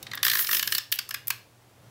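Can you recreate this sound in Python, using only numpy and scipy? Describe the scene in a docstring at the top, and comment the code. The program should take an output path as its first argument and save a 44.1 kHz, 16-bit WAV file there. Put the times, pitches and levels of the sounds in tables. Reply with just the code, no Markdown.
"""A small room, close to the microphone: a plastic tape runner is pressed on paper and drawn across it.
Bursts of chatter ring its hollow case as ratchet clacks and handling knocks.
Its spool clicks tooth by tooth, fast enough to buzz at speed; roller and table add filtered noise.
The stroke slows, single ticks and clacks follow, and the runner is lifted with a snap.
Soft noise, a faint two-tone hum and a low rumble that comes and goes lie under it."""
import sys
import numpy as np
from scipy import signal
from scipy.fft import rfft, irfft
from scipy.io import wavfile
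from scipy.ndimage import uniform_filter1d

SR = 44100
rng = np.random.default_rng(int(sys.argv[2]) if len(sys.argv) > 2 else 0)


def generate_wav(signal):
    """Clip the signal to [-1, 1] and save it as 16-bit WAV at the path in sys.argv[1]."""
    frames = np.transpose(np.atleast_2d(signal))
    scaled = np.clip(frames, -1, 1) * 32767
    pcm = np.round(scaled).astype(np.int16)
    wavfile.write(sys.argv[1], SR, pcm)


N = 83790

# low rumble that swells and fades: t/s, level/dB
RUMBLE_LEVEL = [(0, -55.5), (.35, -57), (.44, -83), (.69, -53.5), (.8, -73), (1.1, -70), (1.25, -55.5),
                (1.65, -71), (1.9, -52)]
# colour of the soft room noise: f/Hz, level/dB
FLOOR_COLOUR = [(25, -30), (62, -15.5), (150, -15.5), (600, -17), (2000, -26), (16000, -36)]
# steady hum tones: f/Hz, level/dB
HUM_TONES = [(97, -71), (119, -63)]
# colour of the paper scuff: f/Hz, level/dB
SCUFF_COLOUR = [(60, -18), (190, -0.5), (1200, -9.5), (16000, -27)]
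# colour of the roller's rumble: f/Hz, level/dB
ROLLER_COLOUR = [(70, -18), (200, 8.5), (280, -11), (1500, -8)]
# colour of the room's tail: f/Hz, level/dB
ROOM_COLOUR = [(200, 3.5), (4500, 2), (8000, -1.5), (16000, -5.5)]
# ratchet clacks, levels before the layer trims: t/s, case ring level/dB, shell level/dB,
# strongest shell resonance f/Hz
RATCHET_CLACKS = [(0.2294, -26, -20, 3560), (0.2489, -25, -22, 4980), (0.2649, -23.5, -23, 3400),
                  (0.2806, -26, -22, 3480), (0.2981, -30.5, -22.5, 4260), (0.3144, -28, -24.5, 3480),
                  (0.3329, -27.5, -25.5, 4190), (0.352, -24.5, -25.5, 5560), (0.3704, -30, -29, 5230),
                  (0.3895, -29, -28, 3010), (0.4083, -38, -37, 2990), (0.4238, -39, -35, 5150),
                  (0.445, -37, -31, 5150), (0.4689, -48, -28.5, 5260), (0.4892, -26.5, -29.5, 5570),
                  (0.511, -30, -26, 5200), (0.529, -28, -24.5, 3020), (0.5465, -32, -24, 3000),
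                  (0.5675, -33, -24.5, 5150), (0.5937, -31, -23.5, 2950), (0.6269, -30.5, -24, 2950),
                  (0.674, -30.5, -24, 5120), (0.722, -26, -22, 2930), (0.7487, -36, -22, 4360),
                  (0.781, -33, -23, 5380), (0.9222, -31, -20.5, 2970), (0.9879, -34, -24.5, 4670),
                  (1.108, -35.5, -32, 5180), (1.143, -31, -27.5, 2430)]
# knocks of the case as it is set down, shifted and lifted, levels before the layer trims:
# t/s, case ring level/dB, shell level/dB, treble level/dB, case ring f/Hz
CASE_KNOCKS = [(0.0273, -71, -40.5, -35.5, 1780), (0.0662, -43, -37, -75, 1830),
               (0.1137, -39, -34.5, -55, 1990), (0.1331, -32, -34.5, -43, 1780),
               (0.1446, -38.5, -37, -60, 1730), (.174, -33, -33, -67, 1765), (1.09, -46, -49, -32, 1300),
               (1.303, -32, -26, -22, 1243), (1.3051, -34.5, -29.5, -25.5, 1394)]
# shell resonances before detuning: f/Hz, level/dB
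SHELL_MODES = [(2380, -2), (3000, 4.5), (3580, 4.5), (4320, -1), (5230, 3)]
# colour of the noise around the case ring: f/Hz, level/dB
CASE_COLOUR = [(80, -59), (350, -16.5), (800, -19.5), (1170, 4), (1480, -4.5), (1750, 4), (2100, -1),
               (3200, -42)]
# colour of the shell's rattle: f/Hz, level/dB
RATTLE_COLOUR = [(1400, -42), (2200, 9.5), (5000, 9.5), (6500, -6.5), (11000, -21)]
# colour of a clack's bright edge: f/Hz, level/dB
EDGE_COLOUR = [(1000, -35.5), (5000, -5), (10000, -9.5), (12300, -1), (16000, -6.5)]
# single spool ticks: t/s, level/dB
SINGLE_TICKS = [(0.153, -30.5), (.918, -26), (0.929, -25), (0.9392, -28), (0.9496, -33), (0.9586, -31),
                (1.142, -29), (1.272, -27.5), (1.2809, -20)]
# spool speed in the stroke: t/s, rate/(gear teeth per s)
SPOOL_SPEED = [(.23, 415), (.31, 355), (0.336, 312), (.375, 357), (.43, 295), (.46, 303), (.50, 360),
               (.55, 326), (.585, 217), (.635, 165), (.66, 108), (.69, 115), (0.731, 212), (.785, 145)]
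# push on the runner, sets spool ticks (before their trim) and table drone: t/s, level/dB
STROKE_FORCE = [(.232, -44), (.25, -29), (.305, -41), (.345, -32), (.375, -36), (.40, -26.5), (.425, -31),
                (.46, -40.5), (.48, -38.5), (.535, -28.5), (.585, -31.5), (.615, -39), (.66, -37.5),
                (.71, -34.5), (.745, -33), (.785, -35.5)]
# colour of a spool tick: f/Hz, level/dB
TICK_COLOUR = [(150, -45), (1100, -19), (4000, -12.5), (8500, -11.5), (12200, -1.5), (16000, -1.5)]
# the spool's own bright resonances: f/Hz, level/dB
SPOOL_MODES = [(12350, 0.5), (13600, -3.5), (15000, -1.5)]

FLOOR_DB = -59.5
RUMBLE_HZ, RUMBLE_WIDTH_HZ = 111, 39

STROKE_START_S, STROKE_END_S = 0.232, 0.786
RETURN_S = 1.65  # the runner starts back over the paper
FADE_SAMPLES = SR // 25  # 40 ms smoothing of the stroke's start and end
SCUFF_DB, ROLLER_DB = -54, -53  # before their envelopes
TABLE_HZ, TABLE_WIDTH_HZ, TABLE_DB = 365.5, 15.5, -26  # level relative to the stroke force

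ROOM_DB, ROOM_T60_S, ROOM_TREBLE_T60_S, ROOM_BUILDUP_S = -11, 0.33, 0.27, 0.0025

CLACK_ATTACK_S, CLACK_HOLD_S, CLACK_RELEASE_S = 0.0011, 0.004, 0.0021
EDGE_ATTACK_S, EDGE_HOLD_S, EDGE_RELEASE_S = 0.00059, 0.0027, 0.0026
RING_TRIM_DB, SHELL_TRIM_DB, EDGE_TRIM_DB = -0.5, -2, -2
RING_HZ, RING_WIDTH_HZ, RING_SCATTER = 1745, 380, 0.019
RING_NOISE_DB = -6  # relative to the case ring
SHELL_WIDTH_HZ, SHELL_FOLLOW, SHELL_SCATTER = 270, 0.7, 0.03  # follow: exponent on the ring's pitch
RATTLE_DB = -1  # relative to the shell resonances
MAIN_DB, EDGE_DB = -3.5, 0.5  # strongest resonance and bright edge of a clack, relative to the shell
KNOCK_OVERTONE = 2.08  # a knock's strongest shell resonance, as a multiple of its ring
SHELL_HIGHPASS = signal.butter(2, 1600, "high", fs=SR)
CLACK_WINDOW_S, TICK_WINDOW_S = 0.008, 0.004  # time over which an event's level is reckoned

SPOOL_TRIM_DB = 2
TICK_JITTER, TICK_SCATTER_DB = 0.006, 1.5
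SLIP_SHARE, SLIP_FULL_RATE = 0.52, 330  # slip's place between teeth; teeth per s for full slip
TICK_RING_S, TICK_RING_DB, BOUNCE_S, BOUNCE_DB = 0.0012, -4.5, 0.0021, -7
LOOSE_DB, SINGLE_LOOSE = 12, 0.73  # extra rattle when fully loose; looseness of a single tick (0-1)
SPOOL_WIDTH_HZ = 450

TOP_HZ = 15820


def undb(db):
    """Decibels to gain."""
    return 10 ** (np.asarray(db) / 20)


def level(x, db):
    """Set the rms level, or scale a unit-rms sound along a level curve."""
    return x * undb(db) / np.sqrt(np.mean(x ** 2))


def unit(x):
    """Scale to an energy of one."""
    return x / np.sqrt(np.sum(x ** 2))


def add(out, start, x):
    """Mix a sound in at a time in seconds."""
    i = max(int(start * SR), 0)
    out[i:i + len(x)] += x[:len(out) - i]


def colour(x, points, size=1024):
    """Minimum-phase filter through (f/Hz, level/dB) points, so transients stay sharp at the front."""
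    hz, db = np.array(points, float).T
    f = np.maximum(np.arange(size // 2 + 1) * SR / size, 1)
    # fold the cepstrum to make the filter causal
    cepstrum = irfft(np.log(undb(np.interp(np.log(f), np.log(hz), db))))
    cepstrum[1:size // 2] *= 2
    cepstrum[size // 2 + 1:] = 0
    response = irfft(np.exp(rfft(cepstrum)))
    return signal.fftconvolve(x, response)[:len(x)]


def resonate(x, hz, width_hz):
    """One resonance, gain 1 at its centre."""
    return signal.lfilter(*signal.iirpeak(hz, hz / width_hz, fs=SR), x)


def resonate_twice(x, hz, width_hz):
    """Two equal resonances in series, for steeper skirts."""
    return resonate(resonate(x, hz, width_hz), hz, width_hz)


def background():
    """Soft room noise, faint steady hum tones and a resonant low rumble that comes and goes."""
    t = np.arange(N) / SR
    out = level(colour(rng.standard_normal(N), FLOOR_COLOUR, size=8192), FLOOR_DB)
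    for hz, db in HUM_TONES:
        out = out + level(np.sin(2 * np.pi * (hz * t + rng.random())), db)
    rumble = resonate_twice(rng.standard_normal(N), RUMBLE_HZ, RUMBLE_WIDTH_HZ)
    return out + level(rumble, np.interp(t, *np.array(RUMBLE_LEVEL).T))


def roller():
    """Paper scuffs before the stroke and on the way back; in it the roller rumbles and the table,
    one narrow resonance, drones with the push."""
    t = np.arange(N) / SR
    set_down = uniform_filter1d(1. * (t < STROKE_START_S), FADE_SAMPLES)
    bring_back = np.interp(t, [RETURN_S, t[-1]], [0, 0.5])
    scuff = (set_down + bring_back) * level(colour(rng.standard_normal(N), SCUFF_COLOUR), SCUFF_DB)
    rumble = level(colour(rng.standard_normal(N), ROLLER_COLOUR, size=4096), ROLLER_DB)
    push = undb(np.interp(t, *np.array(STROKE_FORCE).T))
    drone = push * level(resonate(rng.standard_normal(N), TABLE_HZ, TABLE_WIDTH_HZ), TABLE_DB)
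    stroke = 1. * (t > STROKE_START_S) * (t < STROKE_END_S)
    return scuff + uniform_filter1d(stroke, FADE_SAMPLES) * (rumble + drone)


def room(x):
    """Diffuse tail of a small room: decaying noise whose treble dies first."""
    t = np.arange(SR // 2) / SR
    noise = rng.standard_normal(len(t))
    low = signal.sosfiltfilt(signal.butter(2, 8000, fs=SR, output="sos"), noise)
    low_tail = low * np.exp(-np.log(1000) * t / ROOM_T60_S)
    treble_tail = (noise - low) * np.exp(-np.log(1000) * t / ROOM_TREBLE_T60_S)
    buildup = np.minimum(t / ROOM_BUILDUP_S, 1) ** 2
    tail = colour(unit((low_tail + treble_tail) * buildup), ROOM_COLOUR)
    return undb(ROOM_DB) * signal.fftconvolve(x, tail)[:N]


def chatter(attack, hold, release, size=1024):
    """A few milliseconds of plastic parts rattling against each other, as shaped noise."""
    t = np.arange(size) / SR
    envelope = np.minimum(t / attack, 1) * np.exp(-np.maximum(t - hold, 0) / release)
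    return rng.standard_normal(size) * envelope


def clack(ring_db, shell_db, edge_db, ring_hz, main_hz):
    """Chatter rings the hollow case and its shell, where one resonance stands out, with a bright edge."""
    push, knock, rattle = (chatter(CLACK_ATTACK_S, CLACK_HOLD_S, CLACK_RELEASE_S) for _ in range(3))
    ring = unit(resonate_twice(push, ring_hz, RING_WIDTH_HZ))
    ring = ring + undb(RING_NOISE_DB) * unit(colour(knock, CASE_COLOUR))

    # the shell's pitch partly follows the case ring
    detune = (ring_hz / RING_HZ) ** SHELL_FOLLOW * (1 + SHELL_SCATTER * rng.standard_normal())
    shell = sum(undb(db) * unit(resonate(push, hz * detune, SHELL_WIDTH_HZ)) for hz, db in SHELL_MODES)
    shell = unit(shell) + undb(RATTLE_DB) * unit(colour(rattle, RATTLE_COLOUR))
    main = resonate_twice(knock, main_hz, RING_WIDTH_HZ)
    shell = unit(signal.lfilter(*SHELL_HIGHPASS, shell)) + undb(MAIN_DB) * unit(main)

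    edge = colour(chatter(EDGE_ATTACK_S, EDGE_HOLD_S, EDGE_RELEASE_S), EDGE_COLOUR)
    parts = undb(ring_db + RING_TRIM_DB) * unit(ring)
    parts = parts + undb(shell_db + SHELL_TRIM_DB) * unit(shell)
    parts = parts + undb(edge_db + EDGE_TRIM_DB) * unit(edge)
    return parts * np.sqrt(CLACK_WINDOW_S * SR)


def case():
    """Handling knocks and ratchet clacks, all ringing the same plastic case."""
    out = np.zeros(N)
    for start, ring_db, shell_db, main_hz in RATCHET_CLACKS:
        ring_hz = RING_HZ * (1 + RING_SCATTER * rng.standard_normal())
        add(out, start, clack(ring_db, shell_db, shell_db + EDGE_DB, ring_hz, main_hz))
    for start, *levels, ring_hz in CASE_KNOCKS:
        add(out, start, clack(*levels, ring_hz, KNOCK_OVERTONE * ring_hz))
    return out


def tick(start, db, loose, size=256):
    """A sharp click, timed between samples; its rattle and bounce off the table grow with looseness."""
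    n = np.arange(size)
    ring, bounce = rng.standard_normal((2, size)) * np.exp(-n / SR / TICK_RING_S)
    rattle = undb(TICK_RING_DB) * unit(ring)
    add(rattle, BOUNCE_S, undb(BOUNCE_DB) * unit(bounce))
    click = np.sinc(n - 10 - start * SR % 1)
    return undb(db) * unit(click + undb(LOOSE_DB * loose) * rattle)


def spool(size=512):
    """Each tooth ticks as it catches and, at speed, again as it slips off; nudges give single ticks."""
    out = np.zeros(N)
    for start, db in SINGLE_TICKS:
        add(out, start, tick(start, db, SINGLE_LOOSE))

    force, speed = np.array(STROKE_FORCE).T, np.array(SPOOL_SPEED).T
    now = STROKE_START_S
    while now < STROKE_END_S:
        stretch, catch, slip = rng.standard_normal(3)
        rate = np.interp(now, *speed)
        db = np.interp(now, *force) + SPOOL_TRIM_DB
        taut = min(rate / SLIP_FULL_RATE, 1) ** 2  # a slow spool hangs loose
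        later = now + SLIP_SHARE / rate
        add(out, now, tick(now, db + TICK_SCATTER_DB * catch, 1 - taut))
        add(out, later, taut * tick(later, db + TICK_SCATTER_DB * slip, 1 - taut))
        now += np.exp(TICK_JITTER * stretch) / rate

    bright = colour(signal.unit_impulse(size), TICK_COLOUR)
    whirr = sum(undb(db) * resonate(bright, hz, SPOOL_WIDTH_HZ) for hz, db in SPOOL_MODES)
    return signal.fftconvolve(out, unit(bright + whirr))[:N] * np.sqrt(TICK_WINDOW_S * SR)


def scene():
    """The runner heard directly; its front and its back send different rattles into the room."""
    steady = spool() + roller()
    front, back = case() + steady, case() + steady
    reflections = (room(front) + room(back)) / np.sqrt(2)
    return (front + reflections + background())[None]


def record(dry):
    """The recorder cuts the top with a steep linear-phase low-pass."""
    lowpass = signal.firwin(601, TOP_HZ, fs=SR, window="blackman")
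    return signal.fftconvolve(dry, lowpass[None], mode="same")


dry = scene()
out = record(dry)
generate_wav(out)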